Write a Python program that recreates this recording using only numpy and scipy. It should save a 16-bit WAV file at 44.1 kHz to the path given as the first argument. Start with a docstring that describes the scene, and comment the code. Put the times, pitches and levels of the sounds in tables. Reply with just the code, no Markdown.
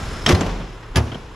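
"""In a large shed, a car hood drops onto its safety catch, bounces, and is then pressed home by hand.
Each contact is shaped noise: a bright steel clack and a dull thud, with a wash of echo from the shed.
Fading tones make the panel boom and the catch, lock, spring and lever ring.
An idling engine, made of low tones and noise, runs throughout and is muffled once the hood is down."""
import sys
import numpy as np
from scipy import signal
from scipy.io import wavfile

SR = 44100
rng = np.random.default_rng(int(sys.argv[2]) if len(sys.argv) > 2 else 0)


def unload_wav(signal):
    """Save mono or channel-first audio to the path in sys.argv[1] as 16-bit WAV at rate SR, clipped to [-1, 1]."""
    wavfile.write(
        sys.argv[1],
        SR,
        np.round(np.clip(np.atleast_2d(signal).T, -1, 1) * 32767).astype(np.int16),
    )


N = 59535
T = np.arange(N) / SR  # time of every sample in seconds

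# A "60 dB fade" is the time a sound takes to die away by 60 dB.
# Contacts of hood, catch and buffers. Each row: start in seconds, thud level in dB,
# clack level in dB at the tilt pivot, clack 60 dB fade in seconds, clack tilt in dB per octave.
CONTACTS = [(0.2616, -15.5, -8.5, 0.036, -2.5), (0.274, -13, -22.5, 0.1, -2.5),
            (0.2826, -15, -21, 0.097, -1), (0.288, -9.5, -15, 0.078, 1.3), (0.2923, -13, -16, 0.053, 1.5),
            (0.3055, -11.5, -18.5, 0.11, -1.8), (0.314, -35.5, -20.5, 0.068, 0.5),
            (0.3226, -33, -13, 0.032, -1), (0.3474, -35, -16.5, 0.045, -2.5),
            (0.408, -12.5, -21, 0.046, -1.3), (.4625, -19.5, -31.5, 0.047, 1), (.492, -31, -36, 0.29, -5),
            (.602, -25, -51, 0.043, -2), (0.827, -59, -44, 0.147, -9.5), (.947, -26.5, -39, 0.097, -9),
            (0.9569, -16.5, -14, .04, -3), (0.9583, -23, -15.5, 0.032, 3),
            (0.9677, -17.5, -16.5, 0.042, 0.2), (0.9798, -14.5, -23, 0.072, 0),
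            (1.076, -34, -42, 0.091, -5), (1.1185, -24.5, -39, 0.13, -6.5),
            (1.146, -26, -33.5, 0.023, -0.5)]
CLACK_RISE_S, THUD_RISE_S, THUD_FADE_S = .0012, .0015, .13
TILT_FROM_HZ, TILT_PIVOT_HZ = 850, 2930  # below the first, the tilt stays constant
# Tone colour of the clacks. Each row: frequency in Hz, relative level in dB per Hz.
CLACK_COLOUR = [(40, -44.5), (250, -6), (700, -7), (1700, 0), (2400, -2), (3200, -1.5), (4200, -5),
                (5500, -3.5), (7500, -12.5), (8800, -24.5), (10200, -15), (13000, -28.5), (15500, -52)]
# Tone colour of the thuds. Each row: frequency in Hz, relative level in dB per Hz.
THUD_COLOUR = [(30, -19), (60, -11.5), (110, -2.5), (190, -2), (280, -6.5), (370, -9), (550, -13),
               (850, -13.5), (1500, -21), (3000, -27), (8000, -62)]

# Tones of the hood loose on its catch. Each row: frequency in Hz, level in dB, 60 dB fade in seconds.
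LOOSE_MODES = [(108.1, -18.5, 0.54), (172.14, -19, 0.97), (203.9, -18, 0.67), (259, -21, 0.57),
               (355.3, -12.5, 0.33), (430, -29, .6), (511, -30, 0.97), (729, -33.5, 1), (773, -24, 0.43),
               (1030, -28, 0.58), (1148.3, -26.5, 0.39), (1415, -31, 0.27), (2020, -25.5, 0.33),
               (2040, -35, 0.3)]
LOOSE_START_S, LOOSE_RISE_S = .2865, .0068
# Tones of the hood clamped by the lock. Each row: frequency in Hz, level in dB, 60 dB fade in seconds.
CLAMPED_MODES = [(74.3, -5.5, 0.27), (109.4, -6.5, 0.3), (144.3, -28, 0.75), (170, -36, 0.36),
                 (245.2, -23.5, 0.45), (268, -31, 0.42), (365.6, -10.5, 0.13), (415, -19.5, 0.24),
                 (462.5, -24, .18), (669.6, -23.5, 0.2), (911, -16.5, 0.12)]
CLAMPED_START_S, CLAMPED_RISE_S = .96, .0082
# Heaves of the whole panel on its buffers.
# Each row: start in seconds, frequency in Hz, level in dB, rise in seconds, 60 dB fade in seconds.
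HEAVES = [(0.328, 86.6, -0.5, 0.003, 0.13), (0.346, 92.7, -24, 0.019, 0.88), (.44, 42.07, -16, 0.044, 0.83),
          (0.9, 37.5, -20, 0.011, 0.23)]

# Tones of the safety catch. Each row: frequency in Hz, dB added to the strike, 60 dB fade in seconds.
CATCH_MODES = [(1424, -3, 0.019), (1820, -2.5, 0.028), (2240, -11, 0.022), (3090, -23, 0.09),
               (3164, 5.5, 0.022), (3590, -2.5, 0.035), (3850, -9, 0.0575), (5200, -3, 0.027),
               (5480, -8.5, 0.064), (7040, -19, .08), (7740, -6.5, 0.012)]
# Tones of the lock. Each row: frequency in Hz, dB added to the strike, 60 dB fade in seconds.
LOCK_MODES = [(1211, -5, 0.14), (1710, 3, 0.0736), (2124, -6.5, 0.055), (2605, -4.5, 0.062),
              (3062, -3.5, 0.12), (4944, 0, 0.041), (6000, -11, 0.046), (6500, -8, .03), (7540, -18, .08),
              (10020, -12, 0.056), (10330, -11, .06), (12300, -13, .025), (14000, -21, .025)]
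# Tones of the spring. Each row: frequency in Hz, dB added to the strike, 60 dB fade in seconds.
SPRING_MODES = [(3110, -0.5, 0.035), (3224, -5.5, .05), (3480, -23.5, 0.027)]
# Strikes on the catch. Each row: start in seconds, level in dB.
CATCH_HITS = [(.2634, -9.5), (.2905, -17.5), (.311, -36.5)]
# Strikes on the lock. Each row: start in seconds, level in dB.
LOCK_HITS = [(.9595, -22.5), (.9685, -19.5)]
# Strikes on the spring. Each row: start in seconds, level in dB.
SPRING_HITS = [(1.118, -29.5), (1.145, -28)]
LOCK_PAN_DB = -3  # left minus right: the lock lies a little to the right
# Short clinks of the catch lever.
# Each row: start in seconds, frequency in Hz, level in dB, 60 dB fade in seconds.
CLINKS = [(.3485, 4160, -23.5, 0.053), (.355, 2970, -30.5, .05), (.409, 6350, -24, 0.0314),
          (0.4087, 7500, -34, 0.054)]

# Idle noise with the hood open. Each row: frequency in Hz, relative level in dB per Hz.
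OPEN_COLOUR = [(25, -4.5), (55, -3.5), (120, -6.5), (240, -16), (480, -17), (750, -21.5), (1300, -19.5),
               (2200, -27), (3300, -29), (4500, -32.5), (5300, -33), (6200, -38), (7500, -31.5),
               (8800, -56), (10200, -41), (13500, -62), (15500, -75)]
# Idle noise with the hood shut. Each row: frequency in Hz, relative level in dB per Hz.
SHUT_COLOUR = [(25, 0.5), (45, -2), (100, -6.5), (200, -17), (400, -12), (700, -25), (1050, -17),
               (2000, -26), (3200, -29), (5500, -43.5), (7300, -38), (8700, -57), (10300, -50),
               (12000, -54), (13500, -64), (15500, -87)]
OPEN_DB, SHUT_DB = -27, -38  # overall noise level
SHUT_S, SHUTTING_S = .3, .22  # middle and spread in time of the muffling
FIRING_HZ, THROB = 37.38, .13  # firing rate, and the share by which the noise swells and sinks
# Engine tones. Each row: multiple of the firing rate, level in dB.
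FIRING_TONES = [(1, -43.5), (2, -62), (3, -44)]
# Narrow hisses of the running engine.
# Each row: frequency in Hz, width in Hz, level in dB with the hood open, level in dB with it shut.
HISSES = [(5220, 380, -47.5, -63.5), (10070, 500, -63, -73), (1410, 240, -48, -64)]
HISS_WAVER, HISS_WAVER_S = .35, .008  # strength on a natural-log scale, smoothing in seconds

# How long the shed echoes. Each row: frequency in Hz, 60 dB fade in seconds.
SHED_FADE = [(60, 0.8), (300, 0.32), (1200, 0.88), (3500, 1.36), (7000, 0.97), (12000, 0.4)]
# How much sound goes into the echo. Each row: frequency in Hz, level in dB.
SHED_SEND = [(60, -10), (200, -6.5), (400, -2), (800, -5), (2000, -12), (5500, -11.5), (8500, -13),
             (10300, -11), (14000, -16)]
CLAMPED_SEND_DB, SHED_BUILD_S = -3.5, .037  # the clamped hood radiates less into the shed
# Width of diffuse sound. Each row: frequency in Hz, side minus middle level in dB.
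SIDE_LEVEL = [(30, -18), (70, -35), (150, -32), (300, -15.5), (700, -7.5), (1200, -11), (2200, -6),
              (4000, -8), (6500, -9.5), (10500, -6)]
# Left-right balance. Each row: frequency in Hz, left minus right level in dB.
BALANCE = [(100, 0), (330, .6), (500, -1), (750, -1), (1400, 0.28), (3000, 1), (6000, 0), (8000, 5.5),
           (10200, 1.5), (13000, 6)]
DIRECT_SIDE_DB = -2  # sound straight from the car is narrower
MODE_SPREAD_RAD = .32  # typical phase shift of a high tone, opposite in the two ears

CUTOFF_HZ = 15200
EDGES = np.geomspace(22, 16000, 36)  # borders of the noise bands in Hz
CENTRES = np.sqrt(EDGES[1:] * EDGES[:-1])


def contacts():
    """Panel and steelwork have crowded tones, heard as bursts of noise with a shed echo."""
    start, thud_db, clack_db, clack_fade, tilt_db = np.transpose(CONTACTS)
    # Squared envelopes are powers, which add up simply.
    thuds = np.array([burst(s, THUD_RISE_S, THUD_FADE_S) for s in start]) ** 2
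    clacks = np.array([burst(s, CLACK_RISE_S, fade) for s, fade in zip(start, clack_fade)]) ** 2
    thud_power = from_db(thud_db) ** 2 @ thuds
    send = np.where(T < CLAMPED_START_S, 1, from_db(CLAMPED_SEND_DB)) ** 2
    bands = zip(CENTRES, noise_bands(), band_gains(THUD_COLOUR), band_gains(CLACK_COLOUR))
    out = 0
    for hz, (mid, side), thud, clack in bands:
        octaves = np.log2(max(hz, TILT_FROM_HZ) / TILT_PIVOT_HZ)
        clack_power = (clack * from_db(clack_db + tilt_db * octaves)) ** 2 @ clacks
        direct = thud ** 2 * thud_power + clack_power
        # The echo builds up, then fades.
        building = lag(direct * send, SHED_BUILD_S)
        wash = lag(building, at_hz(SHED_FADE, hz) / (2 * np.log(1000)))
        wash = wash * from_db(at_hz(SHED_SEND, hz)) ** 2
        side_power = direct * from_db(DIRECT_SIDE_DB) ** 2 + wash
        out = out + mid * np.sqrt(direct + wash) + side * np.sqrt(side_power)
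    return out


def panel():
    """The sheet of the hood rings at its own tones, first loose and then clamped, and heaves."""
    loose = sum(ring(LOOSE_START_S, hz, db, LOOSE_RISE_S, fade) for hz, db, fade in LOOSE_MODES)
    clamped = sum(ring(CLAMPED_START_S, hz, db, CLAMPED_RISE_S, fade)
                  for hz, db, fade in CLAMPED_MODES)
    heaves = sum(ring(*heave) for heave in HEAVES)
    return loose + clamped + heaves


def steel(hits, modes):
    """A small steel part rings at its own set of tones at each strike."""
    return sum(ring(s, hz, db + mode_db, .0004, fade)
               for s, db in hits for hz, mode_db, fade in modes)


def latch():
    """The struck steel of catch, lock and spring rings together."""
    lock_sides = from_db(LOCK_PAN_DB * np.array([[.5], [-.5]]))
    lock = steel(LOCK_HITS, LOCK_MODES) * lock_sides
    return steel(CATCH_HITS, CATCH_MODES) + lock + steel(SPRING_HITS, SPRING_MODES)


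def lever_clinks():
    """The catch lever gives short single tones that start sharply and fade."""
    return sum(ring(s, hz, db, .00036, fade) for s, hz, db, fade in CLINKS)


def engine():
    """Firing gives steady low tones and throbbing noise; the closing hood muffles the noise."""
    opening = .5 - .5 * np.tanh((T - SHUT_S) / SHUTTING_S)  # 1 is open, 0 is shut
    spread = from_db(DIRECT_SIDE_DB * opening)
    phase = 2 * np.pi * FIRING_HZ * T
    noise = 0
    for (mid, side), bare, covered in zip(noise_bands(), band_gains(OPEN_COLOUR), band_gains(SHUT_COLOUR)):
        level = from_db(OPEN_DB) * bare * opening + from_db(SHUT_DB) * covered * (1 - opening)
        noise = noise + (mid + spread * side) * level
    noise = noise + hisses(opening, spread)
    hum = sum(from_db(db) * np.sin(round(k) * phase + rng.uniform(0, 2 * np.pi))
              for k, db in FIRING_TONES)
    return noise * (1 + THROB * np.sin(phase)) + hum


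def hisses(opening, spread):
    """Noise through narrow filters gives the engine's hisses, which waver in level."""
    out = 0
    for hz, width, open_db, shut_db in HISSES:
        b, a = signal.iirpeak(hz, hz / width, fs=SR)
        once = signal.lfilter(b, a, rng.standard_normal((2, N)))
        mid, side = stereo_parts(signal.lfilter(b, a, once), hz)
        waver = lag(lag(rng.standard_normal(N), HISS_WAVER_S), HISS_WAVER_S)
        level = from_db(open_db) * opening + from_db(shut_db) * (1 - opening)
        level = level * np.exp(HISS_WAVER * waver / waver.std())
        out = out + (mid + spread ** 2 * side) * level
    return out


def ring(s, hz, db, rise, fade):
    """A struck tone swells and fades; higher tones reach the two ears less alike."""
    shift = rng.standard_normal() * MODE_SPREAD_RAD * min(hz / 600, 1) * np.array([[1], [-1]])
    tone = np.sin(2 * np.pi * hz * (T - s) + shift)
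    return from_db(db) * pan(hz) * burst(s, rise, fade) * tone


def burst(s, rise, fade):
    """Loudness curve that swells from time s and dies away."""
    age = np.maximum(T - s, 0)
    return (1 - np.exp(-age / rise)) * np.exp(-np.log(1000) * age / fade)


def noise_bands():
    """Narrow bands of stereo noise, one after another, as middle and side parts."""
    lead_in = SR // 10  # dropped once the filter has settled
    white = rng.standard_normal((2, 2, N + lead_in))
    for k, hz in enumerate(CENTRES):
        band = signal.butter(2, EDGES[k:k + 2], "band", fs=SR, output="sos")
        # Neighbouring bands use different noise.
        pair = signal.sosfilt(band, white[k % 2])[:, -N:]
        yield stereo_parts(pair, hz)


def stereo_parts(pair, hz):
    """Two noises of equal strength become a middle part and a weaker side part, opposite in the ears."""
    mid, side = pair / pair.std(axis=1, keepdims=True)
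    side_gain = from_db(at_hz(SIDE_LEVEL, hz))
    return pan(hz) * mid, pan(hz) * side_gain * side * [[1], [-1]]


def band_gains(colour):
    """Gain of each noise band for a tone colour, with total power 1."""
    gains = from_db(at_hz(colour, CENTRES)) * np.sqrt(np.diff(EDGES))
    return gains / np.linalg.norm(gains)


def pan(hz):
    """Left and right gains at a frequency."""
    return from_db(at_hz(BALANCE, hz) * np.array([[.5], [-.5]]))


def lag(x, seconds):
    """Smooth a signal so that it follows changes slowly."""
    keep = np.exp(-1 / (seconds * SR))
    return signal.lfilter([1 - keep], [1, -keep], x + 1e-18)


def at_hz(points, hz):
    """Read a table between its rows, with frequency spaced in octaves."""
    table_hz, value = np.transpose(points)
    return np.interp(np.log(hz), np.log(table_hz), value)


def from_db(db):
    """Turn decibels into a gain."""
    return 10 ** (np.asarray(db) / 20)


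def scene():
    """Hood, latch and engine sound together."""
    return contacts() + panel() + latch() + lever_clinks() + engine()


def record(dry):
    """Peaks are rounded off and the highest treble is cut."""
    top = 1.13
    rounded = top * np.tanh(dry / top)
    low_pass = signal.ellip(10, .1, 80, CUTOFF_HZ, fs=SR, output="sos")
    return signal.sosfilt(low_pass, rounded)


dry = scene()
out = record(dry)
unload_wav(out)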